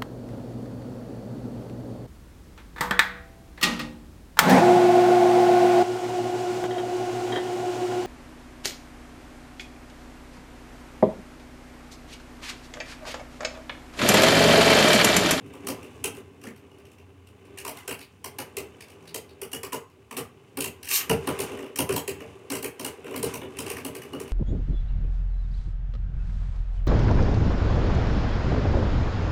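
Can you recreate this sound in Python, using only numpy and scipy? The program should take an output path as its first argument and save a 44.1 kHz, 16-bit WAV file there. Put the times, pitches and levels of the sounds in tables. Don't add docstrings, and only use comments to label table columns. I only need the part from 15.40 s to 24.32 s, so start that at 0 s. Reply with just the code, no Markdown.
import sys
import numpy as np
from scipy import signal
from scipy.fft import rfft, irfft, next_fast_len
from scipy.io import wavfile

SR = 44100
rng = np.random.default_rng(int(sys.argv[2]) if len(sys.argv) > 2 else 0)


def ratio_of_db(decibels):
    return 10 ** (np.asarray(decibels, float) / 20)


def wrap_up_sound(samples):
    columns = np.atleast_2d(samples).T
    tamed = np.clip(columns, -1, 1)
    steps = np.round(tamed * 32767).astype(np.int16)
    wavfile.write(sys.argv[1], SR, steps)


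N = 393372

# (frequency [Hz], level [dB], decay t60 [s])
RING_MODES = [(6720, -16, .4), (7773, -7, .2), (7815, -8, .24), (12570, -2, .17), (14660, 0, .17)]
# (frequency [Hz], level [dB], decay t60 [s])
BOWL_MODES = [(236, -4.5, 0.12), (282.7, 0, 0.11), (326, -9.5, 0.11), (393.4, 2, 0.099), (457.5, -2, 0.087),
              (493, 1, 0.036), (549.4, -1.5, 0.034), (589.6, -2.5, 0.039)]
# (frequency [Hz], level [dB], decay t60 [s])
FLEX_MODES = [(79.2, -0.5, 0.12), (94.9, 5.5, 0.12), (117, 9, 0.032), (153.9, -6.5, 0.23),
              (192, -9.5, 0.18)]
# (frequency [Hz], level [dB], decay t60 [s])
SHELL_MODES = [(1541, -0.5, 0.017), (1927, 3, 0.005), (2064, -4, 0.043), (2306, 9.5, 0.004),
               (2737, 2, 0.015), (2910, -2, 0.031), (3020, 3, 0.0078), (3275, -10, 0.022),
               (3520, 3, 0.0043)]
# (frequency [Hz], level [dB], decay t60 [s])
KNOCK_MODES = [(719, -10, 0.055), (794, -7, 0.059), (833, -2.5, 0.03), (1012, -3, 0.027),
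               (1164, -1.5, 0.021), (1470, -7.5, 0.015)]
# (frequency [Hz], gain [dB])
BRIGHT_COLOUR = [(1820, -51), (3100, 2), (3470, -12.5), (4100, -6.5), (4490, -6.5), (6270, -3.5),
                 (8060, -5.5), (9390, -4), (10800, -13.5), (11800, -13.5), (14000, -14.5), (16100, -24),
                 (16400, -58)]
# (frequency [Hz], decay t60 [s])
ROOM_DECAY = [(100, 0.38), (400, 0.21), (1800, 0.34), (5000, 0.22), (13000, 0.2)]
# (delay [s], level [dB], smear [s])
ROOM_ECHOES = [(.0012, 0, .0009), (.004, 1, .0013), (.018, -2.3, .0024), (.036, -12, .006)]

# (time [s], wobble weight [dB], skid speed [dB], nearness to the soft middle [dB])
ROLL_PATH = [(0.0, -48.5, -60.5, 9), (0.3, -39, -53, -2.5), (0.65, -48, -54, 7), (0.87, -51, -63.5, 4.5),
             (1.41, -49.5, -64.5, 0), (1.84, -55, -66.5, 3), (2.2, -46, -64, -0.5), (2.66, -59.5, -66, 5.5),
             (3.05, -49.5, -58.5, 3), (3.6, -47.5, -59.5, -1.5), (4.5, -56, -68, 2), (5.5, -49.5, -62, 1),
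             (6.15, -32, -56, -5.5), (6.41, -46, -74, -6), (6.85, -44.5, -53, 5), (7.3, -48, -67, -15),
             (7.78, -41.5, -59, 3), (8.92, -41.5, -53.5, 0.5)]
# (middle time [s], level [dB], length [s])
RIM_RUBS = [(1.067, -64, 0.054), (2.374, -48.5, 0.21), (5.61, -43, .08), (5.93, -45, 0.36),
            (6.047, -41, 0.15), (6.534, -52, 0.066), (7.483, -46, 0.14), (7.887, -37.5, 0.14),
            (8.29, -40, 0.094), (8.364, -52, 0.17)]
# (time [s], metal level [dB], shell level [dB], bowl level [dB])
EARLY_CLASHES = [(0.269, -24.5, -38.5, -36), (0.2852, -26, -39.5, -28.5), (0.6408, -21, -31, -32.5),
                 (0.6586, -41, -65, -37), (0.768, -43.5, -48, -37), (1.037, -40, -46.5, -37.5),
                 (1.0704, -40.5, -51, -46), (2.174, -39, -43, -70), (2.184, -32.5, -42, -71),
                 (2.249, -30.5, -42, -39), (2.2777, -26, -40.5, -41), (2.4775, -26.5, -35.5, -30.5),
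                 (2.509, -26.5, -37, -35), (2.843, -27.5, -40.5, -38), (2.9853, -25.5, -34, -32.5),
                 (3.1677, -25.5, -36.5, -33), (3.4065, -39, -48, -54), (3.7437, -24, -37.5, -37),
                 (4.0155, -26.5, -40, -35), (4.116, -35, -50, -40.5), (4.1306, -25, -36, -31),
                 (4.2318, -27.5, -40, -36), (4.3215, -36, -40.5, -33), (4.3289, -27.5, -36.5, -33),
                 (4.7101, -34.5, -43.5, -35.5), (4.7668, -27, -34.5, -31), (4.774, -27.5, -42, -30),
                 (5.171, -25.5, -36.5, -28), (5.2055, -20, -37.5, -39), (5.242, -23, -35.5, -28)]
# (time [s], metal level [dB], shell level [dB], bowl level [dB])
LATE_CLASHES = [(5.6953, -20.5, -25.5, -18), (5.8719, -24.5, -30.5, -22), (5.9893, -27, -36, -26),
                (6.002, -24, -41, -46), (6.3585, -25.5, -40, -37.5), (6.3871, -16.5, -30, -21),
                (6.4909, -28, -35, -22), (6.5235, -25.5, -39, -25), (6.562, -22.5, -35.5, -30),
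                (6.6774, -25, -35, -28), (7.1008, -26.5, -38, -29), (7.1201, -25.5, -34, -31),
                (7.152, -26.5, -38, -32), (7.226, -28, -41, -32), (7.2436, -25, -38.5, -30.5),
                (7.3952, -28.5, -45, -30), (7.446, -24, -32.5, -31.5), (7.7604, -26, -41, -29),
                (7.8283, -22.5, -39, -22.5), (7.9386, -27, -39, -27), (8.1686, -40, -45, -49),
                (8.1876, -25, -40.5, -28), (8.263, -33, -40, -49), (8.2996, -26, -36, -30.5),
                (8.367, -32.5, -41.5, -34), (8.448, -26.5, -38, -28), (8.55, -32, -45, -38),
                (8.6181, -37, -47, -47), (8.732, -39, -45, -28), (8.7998, -33, -43, -31)]
# (time [s], metal level [dB])
RIM_TICKS = [(0.061, -52), (0.248, -51), (0.4101, -57), (0.4286, -43.5), (0.5792, -62), (.748, -43),
             (1.014, -49), (1.1607, -48), (1.3134, -58), (1.3833, -52), (1.4516, -50), (1.499, -59),
             (1.5156, -51.5), (1.583, -53), (1.8703, -49.5), (2.052, -54), (2.37, -36.5), (2.59, -41),
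             (2.612, -39), (3.4823, -48), (3.5016, -46), (3.6243, -55), (3.6533, -52), (3.677, -45.5),
             (3.892, -52), (4.499, -57.5), (5.1003, -67), (8.877, -43.5)]
# (time [s], bowl level [dB])
BOWL_BUMPS = [(0.1352, -37.5), (6.1165, -34), (6.1723, -36.5), (6.1896, -34), (6.2255, -36.5),
              (6.2637, -39.5), (6.8038, -34.5), (7.6434, -36), (7.6654, -35), (7.678, -37), (7.7092, -33),
              (7.7402, -29.5), (8.0156, -34)]
# (time [s], metal level [dB])
CORD_CATCHES = [
    (5.4293, -33),
    (5.453, -34.5),
    (5.4732, -32),
    (5.4874, -27),
    (5.5114, -20),
]
# (time [s], level [dB], frequency [Hz], decay t60 [s])
SQUARE_BLOWS = [(3.222, -35, 390, .1), (.24, -36.5, 194, .1), (1.068, -39, 2000, .02),
                (1.072, -32.5, 240, 0.11), (3.746, -31, 440, 0.067), (4.333, -28, 426, .07),
                (5.7, -18, 159, 0.12), (5.701, -24, 725, .06), (7.45, -29.5, 394, 0.08),
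                (8.25, -28.5, 370, 0.066), (2.25, -32, 1070, 0.025), (2.279, -35, 685, .04),
                (2.612, -40, 4300, .012), (2.843, -34.5, 955, .03), (2.987, -36, 5000, 0.0091),
                (3.406, -41, 4530, 0.0091), (3.675, -37, 4300, 0.0086), (3.8907, -47.5, 4200, 0.016),
                (4.2318, -49, 880, 0.056), (4.3281, -31, 993, 0.068), (4.7103, -37.5, 1050, 0.027),
                (5.697, -30.5, 1090, 0.077), (5.874, -44, 1270, .025), (5.874, -33, 2070, 0.015),
                (6.389, -27, 810, .03), (6.493, -31, 1490, .025), (6.562, -26, 890, 0.017),
                (8.187, -33, 5600, 0.011), (8.8, -56, 940, .05)]
# (time [s], frequency [Hz], level [dB])
STEADY_HUM = [
    (1.5, 90.3, -54.5),
    (1.964, 89.6, -63),
    (2.1, 90, -59),
]
# (time [s], frequency [Hz], level [dB])
LEANING_HUM = [
    (3.5, 150.4, -62),
    (3.68, 165, -58),
    (3.85, 170, -62),
]
# (time [s], peak level [dB])
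SINGING_BLOWS = [
    (2.4788, -46),
    (4.3286, -32),
    (4.7681, -37),
    (6.5615, -27),
    (6.6812, -34),
    (7.2265, -38),
    (8.4472, -41),
]
# (time [s], rasp level [dB], body level re rasp [dB])
CORD_PULL = [
    (5.485, -38, -18),
    (5.505, -33, -7),
    (5.53, -26.5, -12),
    (5.555, -21.5, -8.5),
    (5.585, -29, -8.5),
    (5.62, -46.5, 13),
]


def rms_one(x):
    return x / np.sqrt(np.mean(x ** 2) + 1e-20)


def in_time(rows):
    s, *columns = np.transpose(rows)
    return [np.interp(np.arange(N) / SR, s, c) for c in columns]


def at_hz(points, hz):
    table = np.array(points)
    return np.interp(np.log(hz + 1), np.log(table[:, 0]), table[:, 1])


def bandfilter(x, order, hz, kind):
    return signal.sosfilt(signal.butter(order, hz, kind, fs=SR, output="sos"), x)


def train(s, heights):
    out = np.full(N, 1e-18)
    np.add.at(out, np.minimum((s * SR).astype(int), N - 1), heights)
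    return out


def ring(drive, hz, t60):
    radius, w = ratio_of_db(-60 / (t60 * SR)), 2 * np.pi * hz / SR
    return signal.lfilter([0, np.sin(w)], [1, -2 * radius * np.cos(w), radius * radius], drive)


def strike(modes, s, db, spread_db, rolling=0):
    luck = rng.standard_normal((len(s), len(modes)))
    out = 0
    for k, (hz, level_db, t60) in enumerate(modes):
        drive = train(s, ratio_of_db(db + spread_db * luck[:, k])) + rolling
        out = out + (-1) ** k * ring(ratio_of_db(level_db) * drive, hz, t60)
    return out


def grains(per_s, uneven_db):
    sizes = ratio_of_db(uneven_db * np.minimum(rng.exponential(1, N), 5)) * rng.choice([-1, 1], N)
    return rms_one(sizes * (rng.random(N) < per_s / SR))


def shake(modes, drive):
    none = np.zeros(0)
    return rms_one(strike(modes, none, none, 0, drive))


def brighten(x):
    size = next_fast_len(N)
    gain = ratio_of_db(at_hz(BRIGHT_COLOUR, np.fft.rfftfreq(size, 1 / SR)))
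    high = bandfilter(x, 4, 3200, "high")
    return irfft(rfft(high, size) * gain, size)[:N]


def rolling():
    weight_db, skid_db, middle_db = in_time(ROLL_PATH)
    t = np.arange(N) / SR
    rub = sum(ratio_of_db(db - 20 * np.abs(t - s) / length) for s, db, length in RIM_RUBS)
    wobble_db, speed_db = weight_db + 48, skid_db + 60

    def stutter(modes, per_s):
        return shake(modes, grains(3 * per_s, 3.2))

    shell = stutter(KNOCK_MODES, 900) + ratio_of_db(-0.5) * stutter(SHELL_MODES, 900)
    grit = rms_one(brighten(grains(5000, 3.5)))
    buzz = ratio_of_db(-54 + 0.46 * (wobble_db + speed_db)) + rub
    flex = ratio_of_db(-57.5 + 0.6 * wobble_db + middle_db + 5.5) * stutter(FLEX_MODES, 300)
    middle = ratio_of_db(weight_db + middle_db - 6.5) * stutter(BOWL_MODES[:3], 400)
    wall = ratio_of_db(weight_db - 0.5) * stutter(BOWL_MODES[3:], 400)
    return flex + middle + wall + buzz * ratio_of_db(-3.5) * shell + (ratio_of_db(skid_db) + rub) * ratio_of_db(-6.5) * grit


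def contacts():
    ticks = [(s, db, db - 9, db - 14.5) for s, db in RIM_TICKS]
    bumps = [(s, db - 9, db - 11.5, db) for s, db in BOWL_BUMPS]
    catches = [(s, db, db - 11.5, db - 30) for s, db in CORD_CATCHES]
    return sorted(EARLY_CLASHES + LATE_CLASHES + ticks + bumps + catches)


def chatter(s, db):
    tick = train(s, ratio_of_db(db))
    rattle = signal.lfilter([0, 1], [1, -.975], tick) * rng.choice([-1, 1], N)
    return tick + .055 * rattle


def clashes(rows):
    s, crack_db, clack_db, thump_db = np.transpose(rows)
    air_db = -33.5 + 1.11 * (crack_db + 24.5)
    knock_db = -2.5 + clack_db + 0.44 * (thump_db - clack_db)
    edge = bandfilter(chatter(s, crack_db + 33.0), 2, 6560, "low")
    air = bandfilter(chatter(s, air_db + 46.0), 2, 8920, "high")
    crack = brighten(edge + air)
    clack = strike(SHELL_MODES, s, clack_db + 5.0, 3.7)
    clack = clack + bandfilter(chatter(s, clack_db + 20.5), 2, [1300, 3400], "band")
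    knock = strike(KNOCK_MODES, s + 0.0012, knock_db + 5.5, 3.7)
    thump = signal.lfilter([.25], [1, -.75], strike(BOWL_MODES, s + 0.002897, thump_db + 1.5, 3.15))
    return crack + clack + knock + thump


def pings():
    out, t = np.zeros(N + SR), np.arange(SR // 4) / SR
    for s, db, hz, t60 in SQUARE_BLOWS:
        cluster = sum(np.sin(2 * np.pi * hz * (1 + .07 * k) * t) for k in (-1.3, 0, 1))
        out[int(s * SR):][:len(t)] += ratio_of_db(db - 60 * t / t60) * cluster
    return out[:N]


def thuds():
    s, *_, bowl_db = np.transpose(EARLY_CLASHES + LATE_CLASHES)
    return strike(FLEX_MODES, s, -41 + 1.5 * (bowl_db + 31.5), 0.58)


def whirl(rows):
    hz, db = in_time(rows)
    t = np.arange(N) / SR
    fade = np.clip(np.minimum(t - rows[0][0], rows[-1][0] - t) / 0.15, 0, 1)
    return fade * ratio_of_db(db + 6.5) * np.sin(2 * np.pi * np.cumsum(hz) / SR)


def singing():
    return strike(RING_MODES, *np.transpose(SINGING_BLOWS), 2.3)


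def launcher():
    rasp_db, body_db = in_time(CORD_PULL)
    t = np.arange(N) / SR
    on = (t > CORD_PULL[0][0]) & (t < CORD_PULL[-1][0])
    teeth = grains(4500, 3.6)
    body = shake(KNOCK_MODES[4:] + SHELL_MODES, teeth)
    top_band = signal.cheby2(5, 40, [0.89 * 11200, 16000], "band", fs=SR, output="sos")
    whine = rms_one(signal.sosfilt(top_band, teeth))
    rasp = rms_one(brighten(teeth))
    return on * ratio_of_db(rasp_db) * (rasp + ratio_of_db(-3) * whine + ratio_of_db(body_db) * body)


def room_response(direct_db, tail_db):
    t = np.arange(SR // 2) / SR
    early = sum(ratio_of_db(db) * np.exp(-.5 * ((t - s) / smear) ** 2) for s, db, smear in ROOM_ECHOES)
    out = bandfilter(early * rng.standard_normal(len(t)), 1, 600, "high")
    out[0] += ratio_of_db(direct_db)
    swell = 1 - np.exp(-t / .011)
    edges = 50 * 2.0 ** np.arange(0, 8.6, 1)
    for low, high in zip(edges, np.minimum(edges * 2, .45 * SR)):
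        band = bandfilter(rng.standard_normal(len(t)), 2, [low, high], "band")
        fall = ratio_of_db(tail_db - 60 * t / at_hz(ROOM_DECAY, 1.93 * low))
        out += fall * swell * min(1, low / 300) * band
    return out / np.sqrt(np.sum(out ** 2))


def scene():
    paths = [room_response(9, -3) for k in range(3)]
    spots = [clashes(contacts()[k::3]) for k in range(3)]
    cord = launcher()
    spots[0] = spots[0] + pings()
    spots[1] = spots[1] + ratio_of_db(-2.5) * cord + ratio_of_db(8.5) * thuds()
    in_room = sum(signal.fftconvolve(x, path)[:N] for x, path in zip(spots, paths))
    close = ratio_of_db(-4.0) * rolling() + ratio_of_db(-6.0) * singing() + ratio_of_db(-4.5) * cord
    hums = whirl(STEADY_HUM) + whirl(LEANING_HUM)
    hush = ratio_of_db(-75) * signal.lfilter([1], [1, -.6], rng.standard_normal(N))
    return (in_room + close + hums + hush)[None]


def band_limit(x):
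    return signal.sosfilt(signal.butter(12, 16970, fs=SR, output="sos"), x)


def record(dry):
    x = bandfilter(dry, 5, 64, "high")
    mix = signal.sosfilt(signal.cheby2(10, 50, 16900, fs=SR, output="sos"), x)
    return band_limit(mix)


dry = scene()
out = record(dry)
wrap_up_sound(out)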